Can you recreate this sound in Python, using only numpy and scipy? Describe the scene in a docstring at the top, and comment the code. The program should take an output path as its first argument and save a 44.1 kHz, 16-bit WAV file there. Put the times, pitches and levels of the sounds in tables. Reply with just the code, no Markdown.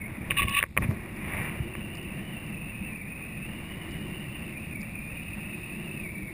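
"""Out on choppy water, a windsurf board planes along, heard from a small camera in a waterproof housing.
The bed is wind buffet, a low drone and the rumble and slap of the hull, under a grainy rush of water.
Air shedding vortices off thin edges whines above it, gliding with the speed of the board.
Early on, wet gear scrapes, squeals and knocks on the housing; later a sheet of spray washes by and
single drops tick on it. The camera's slow sampling gives everything a glassy top."""
import sys
import numpy as np
from scipy import signal
from scipy.fft import rfft, irfft, next_fast_len
from scipy.io import wavfile

SR = 44100
rng = np.random.default_rng(int(sys.argv[2]) if len(sys.argv) > 2 else 0)


def to_wav(sig):
    """Store sig (one row per channel, or 1-D mono) as 16-bit WAV at the path in sys.argv[1].

    Samples outside -1..1 are clipped; the rate is SR.
    """
    pcm = np.clip(np.atleast_2d(sig), -1, 1) * 32767
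    pcm = np.round(pcm).astype(np.int16)
    wavfile.write(sys.argv[1], SR, pcm.T)  # frames by channels


N = 279153
T = np.arange(N) / SR

# airspeed, given as the pitch of its whine; it drives air, hull and water: t/s, f/Hz
AIRSPEED_PITCH = [(0, 2170), (.2, 2420), (1.25, 2740), (1.66, 2820), (2.02, 2670), (2.24, 2910),
                  (2.56, 2660), (2.9, 2570), (3.2, 2510), (3.42, 2570), (3.54, 2810), (3.92, 2910),
                  (4.35, 2710), (4.7, 2530), (5.02, 2440), (5.5, 2580), (5.98, 2600), (6.3, 2230)]
# brief lulls and puffs in the airflow: t/s, half length/s, pitch change/Hz
AIR_PUFFS = [(3.02, .07, -260), (4.555, .022, -260), (4.78, .04, -270), (5.12, .025, 110),
             (5.375, .02, 260), (5.85, .02, 130), (6.085, .05, -230)]
# gusts shaking housing and hull: t/s, rise/s, fall/s, eddy level/dB, hull level/dB
WIND_GUSTS = [(.3, .04, 0.057, -40, -36), (.45, .06, .06, -34.5, -37), (.8, .02, .1, -33, -31.5),
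              (.91, .025, .025, -46, -30), (1.38, .18, .12, -40.5, -38.5), (1.62, .05, 0.036, -38, -47),
              (4.85, .25, .3, -47, -45)]
# tone colour of the eddies at the housing: f/Hz, relative level/dB
EDDY_SPECTRUM = [(15, -12), (35, -4), (75, 2), (105, -1), (140, -6), (400, -53)]
# tone colour of the hull rumble: f/Hz, relative level/dB
HULL_SPECTRUM = [(70, -12.5), (110, -4.5), (150, 1.5), (180, -0.5), (212, 2), (255, -9.5), (340, -15),
                 (430, -18), (700, -22), (1500, -47.5)]
# glide of the low drone: t/s, f/Hz
DRONE_PITCH = [(0, 305), (.85, 335), (1.9, 340), (2.7, 305), (3.0, 265), (3.95, 335), (4.4, 325),
               (5.1, 280), (5.9, 345), (6.33, 325)]
# chop slapping the hull: t/s, peak level/dB, f/Hz, bandwidth/Hz
HULL_SLAPS = [(.405, -26.5, 80, 70), (.447, -24.5, 94, 80), (.826, -27, 75, 70), (.852, -27, 85, 60),
              (.888, -17, 118, 60.4), (1.6, -24, 105, 60.3), (1.835, -30.5, 206, 24), (2.172, -32, 198, 26),
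              (2.276, -32, 200, 26), (2.808, -31, 190, 35.7), (3.945, -32.5, 160, 26), (5.36, -34, 202, 22),
              (5.79, -34.5, 213, 22)]
# drops landing on the housing: t/s, relative level/dB
DROP_HITS = [(0.4948, -27), (.6275, -36), (1.1638, -42), (1.4346, -41), (1.953, -34.5), (1.9714, -39),
             (2.0293, -44), (2.4647, -43), (2.9766, -48), (3.909, -41), (3.919, -41), (4.8076, -41),
             (4.816, -33.5)]
# tone colour of the rushing water: f/Hz, relative level/dB
RUSH_SPECTRUM = [(200, -4), (450, -4), (620, -2), (800, -5), (1100, -2.5), (1350, -7.5), (1650, -5.5),
                 (1920, 3.5), (2100, 2), (2400, 4.5), (2850, -10), (3150, -20.5), (3650, -19),
                 (4100, -36.5)]
# EQ on the spray hiss: f/Hz, gain/dB
SPRAY_EQ = [(2600, -21), (3200, 5.5), (3700, 12), (4100, 0.5), (4500, 0.5), (4900, 0.5), (5350, -1),
            (5700, -23), (6000, -27)]
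# sheets of water washing past: t/s, rise/s, fall/s, level/dB
WATER_SHEETS = [(.3, .3, .15, -44.5), (.835, .02, .025, -34.5), (.9, 0.033, .3, -48), (1.38, .17, .16, -35)]
# flares of the whine: t/s, level before the low-pass/dB, f/Hz
WHINE_FLARES = [(.014, -33.5, 2175), (2.9582, -29.5, 2540), (4.7545, -30.5, 2294), (4.953, -31, 2453),
                (4.987, -30, 2430), (6.066, -35, 2205)]
# gear sliding on the housing: start/s, end/s, scrape level/dB, squeal level before its trim/dB
GEAR_STROKES = [(.298, 0.329, -34, -36), (.366, 0.415, -26, -30), (0.413, .446, -31.5, -32.5),
                (.449, 0.463, -37, -48), (.47, .524, -38.5, -35), (.518, .57, -31.5, -36),
                (.562, .599, -22.5, -27), (.595, .642, -47, -44)]
# resonances that the sliding excites: f/Hz, bandwidth/Hz, gain/dB
SCRAPE_BANDS = [(1840, 310, 0), (2315, 300, 4), (2610, 325, 8.5), (2837, 146, 8.5), (3580, 400, -5),
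                (3840, 180, -11), (4070, 170, -37), (5100, 260, -37)]
# ringing modes of the housing: f/Hz, relative level/dB, t60/s
HOUSING_MODES = [(605, -1, 0.015), (1130, 0, 0.024), (1310, -3.5, 0.0064), (1890, -3, .012),
                 (3600, -24, 0.014)]
# gear hitting the housing: t/s, crack level before the low-pass/dB, f/Hz, ring against crack/dB
GEAR_KNOCKS = [(0.303, -24, 2680, -28), (0.3076, -10.5, 2580, -20), (0.3157, -17.5, 1920, -18),
               (.419, -16.5, 2200, -17), (0.429, -17, 2280, -29), (.4828, -17, 2470, -37),
               (.6, -20, 2750, -14), (.601, -27, 3500, -27), (0.6092, -24.5, 1740, -26),
               (.6255, -27, 3300, -25), (0.6273, -9, 1970, -20), (0.6379, -16.5, 1930, -9),
               (0.662, -38, 2150, -20), (0.709, -43, 2100, -16), (0.767, -21, 2020, -5),
               (0.7746, -7, 2130, -13), (0.7756, -16, 2560, -20), (0.7783, -19, 2160, -30),
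               (0.7843, -32, 1680, 6.5), (0.8222, -25.5, 2000, -9), (.842, -31, 2290, -3),
               (.911, -34.5, 1900, 0.5), (1.752, -24.5, 2050, -10)]

CRUISE_HZ = 2600  # pitch of the whine at cruising speed
# ducks in the mix: depth/dB, (start/s, end/s, fade out/s, fade in/s)
TURN_DUCK_DB, TURN_DUCK = 26, (.06, 1.45, .16, .8)  # the whine dies away as the camera swings round
RUMBLE_DUCK_DB, RUMBLE_DUCK = 10, (.54, .79, .05, .02)
WATER_DUCK_DB, WATER_DUCK = 13, (.645, .807, .035, .04)


def from_db(db):
    """Decibels to gain."""
    return 10 ** (np.asarray(db) / 20)


def rms_one(x):
    """Scale to unit rms."""
    return x / np.sqrt(np.mean(x ** 2) + 1e-20)


def glide(points):
    """A pitch curve at every sample."""
    return np.interp(T, *np.transpose(points))


def drift(rate_hz):
    """Smooth random modulation; rms about 1."""
    step, settle = 8, 4000
    pole = np.exp(-2 * np.pi * step * rate_hz / SR)
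    noise = rng.standard_normal(N // step + settle + 2)
    slow = signal.lfilter([1], [1, -2 * pole, pole * pole], noise)[settle:]
    return np.interp(np.arange(N) / step, np.arange(len(slow)), rms_one(slow))


def gate(start, end, attack_s, release_s):
    """Attack, hold and release between two times; 0 to 1."""
    return np.clip(np.minimum((T - start) / attack_s, (end - T) / release_s), 0, 1)


def swell(s, rise_s, fall_s):
    """A rounded rise and fall around a moment; peak 1."""
    return np.exp(-((T - s) / np.where(T < s, rise_s, fall_s)) ** 2)


def with_surges(bed_db, surges):
    """Gain of a bed with passing surges added in power."""
    surge_power = sum((from_db(db) * swell(s, rise, fall)) ** 2 for s, rise, fall, db in surges)
    return np.sqrt(from_db(bed_db) ** 2 + surge_power)


def coloured(x, spectrum):
    """Shape a steady sound with an EQ curve; rms 1."""
    size = next_fast_len(N)
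    hz, db = np.transpose(spectrum)
    bin_hz = np.maximum(np.arange(size // 2 + 1) * SR / size, 1)
    gain = from_db(np.interp(np.log(bin_hz), np.log(hz), db))
    return rms_one(irfft(rfft(x, size) * gain, size)[:N])


def band(x, hz, width_hz, order=2):
    """A resonance with steep skirts."""
    edges = [max(hz - width_hz / 2, 20), hz + width_hz / 2]
    return signal.sosfilt(signal.butter(order, edges, "band", fs=SR, output="sos"), x + 1e-18)


def lowpass(x, hz, order=6):
    """Roll off the top."""
    return signal.sosfilt(signal.butter(order, hz, fs=SR, output="sos"), x + 1e-18)


def grains(per_s, spread_db):
    """Random tiny impacts of uneven size; rms 1."""
    sizes = from_db(spread_db * np.minimum(rng.exponential(1, N), 4)) * rng.choice([-1, 1], N)
    return rms_one(sizes * (rng.random(N) < per_s / SR))


def ping(hz, width_hz, order=2, size=4000):
    """One brief contact ringing around a pitch; peak 1."""
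    ring = band(signal.unit_impulse(size), hz, width_hz, order=order)
    return ring / np.abs(ring).max()


def shedding(hz, width_hz, order=3):
    """Vortices shed unevenly: a narrow, beating band of noise around a moving pitch; rms 1."""
    phase = 2 * np.pi * np.cumsum(hz) / SR
    eddies = lowpass(rng.standard_normal((2, N)), width_hz / 2, order=order)
    return rms_one(eddies[0] * np.cos(phase) + eddies[1] * np.sin(phase))


def add(out, s, sound):
    """Mix a sound in at a time."""
    at = max(round(s * SR), 0)
    out[at:at + len(sound)] += sound[:N - at]


def wind_and_hull(speed_db, eddy_db=-46, hull_db=-40.6, speed_power=1.1):
    """Eddies buffet the housing; the hollow hull rumbles over the chop, louder with speed."""
    eddy_gusts = [(s, rise, fall, db) for s, rise, fall, db, _ in WIND_GUSTS]
    hull_gusts = [(s, rise, fall, db) for s, rise, fall, _, db in WIND_GUSTS]
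    duck_db = RUMBLE_DUCK_DB * gate(*RUMBLE_DUCK)
    buffet = with_surges(eddy_db + .7 * drift(3), eddy_gusts)
    shake = with_surges(hull_db + speed_power * speed_db - duck_db, hull_gusts)
    eddies = buffet * coloured(rng.standard_normal(N), EDDY_SPECTRUM)
    rumble = shake * from_db(drift(10)) * coloured(rng.standard_normal(N), HULL_SPECTRUM)
    return eddies + rumble


def drone(level_db=-49.3, ref_hz=320, pitch_power=3):
    """A thicker part sheds vortices about three octaves below the whine, louder as it rises."""
    hz = glide(DRONE_PITCH)
    gain = (hz / ref_hz) ** pitch_power * from_db(level_db - RUMBLE_DUCK_DB * gate(*RUMBLE_DUCK))
    return gain * shedding(hz, width_hz=95, order=5)


def slaps():
    """Wavelets thump the hollow hull, which booms for a few cycles."""
    out = np.zeros(N)
    for s, db, hz, width_hz in HULL_SLAPS:
        add(out, s, from_db(db) * ping(hz, width_hz, size=8000))
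    return lowpass(out, hz=450, order=3)


def drops(trim_db=-6.5):
    """Single drops tick on the housing."""
    out = np.zeros(N)
    for s, db in DROP_HITS:
        add(out, s, from_db(db + trim_db) * ping(hz=4880, width_hz=700))
    return out


def water(speed_db, rush_db=-47.5, mist_db=-70.6, mist_rise_db_per_s=1.2, spray_send_db=-33):
    """Thousands of drops and bursting bubbles, dulled by the housing, under a thin hiss of spray."""
    duck = from_db(-WATER_DUCK_DB * gate(*WATER_DUCK))
    flow = with_surges(rush_db + 2.5 * speed_db, WATER_SHEETS)
    mist = from_db(mist_db + 1.8 * speed_db + mist_rise_db_per_s * T)
    rush = coloured(grains(per_s=7000, spread_db=2.5), RUSH_SPECTRUM)
    churn = from_db(drift(32))
    droplets = band(grains(per_s=5000, spread_db=4), hz=4640, width_hz=2330)
    spray = coloured(droplets, SPRAY_EQ) * np.hypot(mist, from_db(spray_send_db) * flow)
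    return duck * flow * churn * rush + spray


def whine(hz, puff_hz, main_db=-43.8, skirt_db=-5.5, upper_db=-55, upper_hz=2780):
    """Air whistles past thin edges, fluttering with each eddy; a higher whistle comes and goes."""
    overspeed_hz = hz - CRUISE_HZ
    thinning_db = .018 * np.maximum(overspeed_hz, 0)
    main_gain = from_db(main_db - thinning_db + .8 * drift(11.5))
    upper_gain = from_db(upper_db - thinning_db / 2 + 2 * drift(1.9))
    flutter = (1 + .014 * drift(35)) * (1 + .017 * drift(12))
    core = shedding(hz * flutter, width_hz=115, order=2)
    skirt = from_db(skirt_db) * shedding(hz, width_hz=540)
    upper = shedding((upper_hz + .55 * overspeed_hz) * flutter, width_hz=140)
    whistles = main_gain * rms_one(core + skirt) + upper_gain * upper
    # the whine ducks in the turn, and swells when a lull pulls its pitch down
    fader_db = -TURN_DUCK_DB * gate(*TURN_DUCK) - .006 * puff_hz
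    return from_db(fader_db) * lowpass(whistles, hz=3000, order=16)  # through the housing wall


def flares(length_s=.0084):
    """For a few milliseconds the shedding falls into step and the whine swells."""
    out, t = np.zeros(N), T[T < length_s]
    envelope = np.sqrt(np.sin(np.pi * t / length_s))
    for s, db, hz in WHINE_FLARES:
        add(out, s, from_db(db) * envelope * np.sin(2 * np.pi * hz * t))
    return lowpass(out, hz=2470)


def rubbing(slips_per_s=520, touch_db=-46, fizz_db=-31.5, squeal_hz=1106, bend_hz=36, squeal_trim_db=-2):
    """Wet gear sticks and slips: the wall rattles, grit fizzes, a mode squeals, sharper under pressure."""
    fades_s = .0078, .0086
    # a light touch lasts between the strokes
    pressure = from_db(touch_db) * gate(GEAR_STROKES[0][0], GEAR_STROKES[-1][1], *fades_s)
    singing = np.zeros(N)
    for start, end, scrape_db, squeal_db in GEAR_STROKES:
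        contact = gate(start, end, *fades_s)
        pressure += from_db(scrape_db) * contact
        singing += from_db(squeal_db) * contact
    slip_rate = slips_per_s * from_db(4 * drift(150))
    slips = np.diff(np.floor(np.cumsum(slip_rate) / SR), prepend=0)
    jolts = rms_one(slips * from_db(.86 * rng.standard_normal(N)))
    force = jolts + rng.standard_normal(N)  # equal parts slip and grit
    scrape = rms_one(sum(from_db(db) * band(force, hz, width, order=3) for hz, width, db in SCRAPE_BANDS))
    fizz = from_db(fizz_db) * rms_one(band(force, hz=4500, width_hz=1900, order=3))
    pitch_hz = (squeal_hz + bend_hz * pressure / pressure.max()) * (1 + .005 * drift(56))
    squeal = rms_one(np.sin(2 * np.pi * np.cumsum(pitch_hz) / SR))
    shiver_db = 3 * drift(79)
    return pressure * (scrape + fizz) + singing * from_db(squeal_trim_db + shiver_db) * squeal


def knocks(wall_hz=3500):
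    """Hard contacts crack briefly and leave the housing ringing."""
    out, t = np.zeros(N), T[:4000]
    ring = sum(from_db(db - 60 * t / t60) * np.sin(2 * np.pi * hz * t) for hz, db, t60 in HOUSING_MODES)
    for s, db, hz, ring_db in GEAR_KNOCKS:
        crack = ping(hz, width_hz=680, order=3)
        add(out, s, from_db(db) * (crack + from_db(ring_db) * ring))
    return lowpass(out, wall_hz)


def scene():
    """One speed drives hull, whine and water; all layers meet in mono at the enclosed microphone."""
    puff_hz = sum(change * swell(s, half_s, half_s) for s, half_s, change in AIR_PUFFS)
    whine_hz = glide(AIRSPEED_PITCH) + puff_hz
    speed_db = 20 * np.log10(whine_hz / CRUISE_HZ)
    bed = wind_and_hull(speed_db) + drone() + slaps()
    air = whine(whine_hz, puff_hz) + flares()
    return (bed + air + drops() + water(speed_db) + rubbing() + knocks())[None]


def record(dry, ceiling=1.1, hold_rate_hz=12000, cutoff_hz=15250):
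    """Peaks soft-clip; the camera's slow sample-and-hold mirrors the sound into a glassy treble."""
    rounded = ceiling * np.tanh(dry / ceiling)
    slow = signal.resample_poly(rounded, hold_rate_hz, SR, axis=-1, window=("kaiser", 3))
    steps = np.repeat(slow, 4, axis=-1)
    glassy = signal.resample_poly(steps, SR, 4 * hold_rate_hz, axis=-1)[:, :N]
    return signal.sosfilt(signal.ellip(10, .2, 70, cutoff_hz, fs=SR, output="sos"), glassy)


dry = scene()
out = record(dry)
to_wav(out)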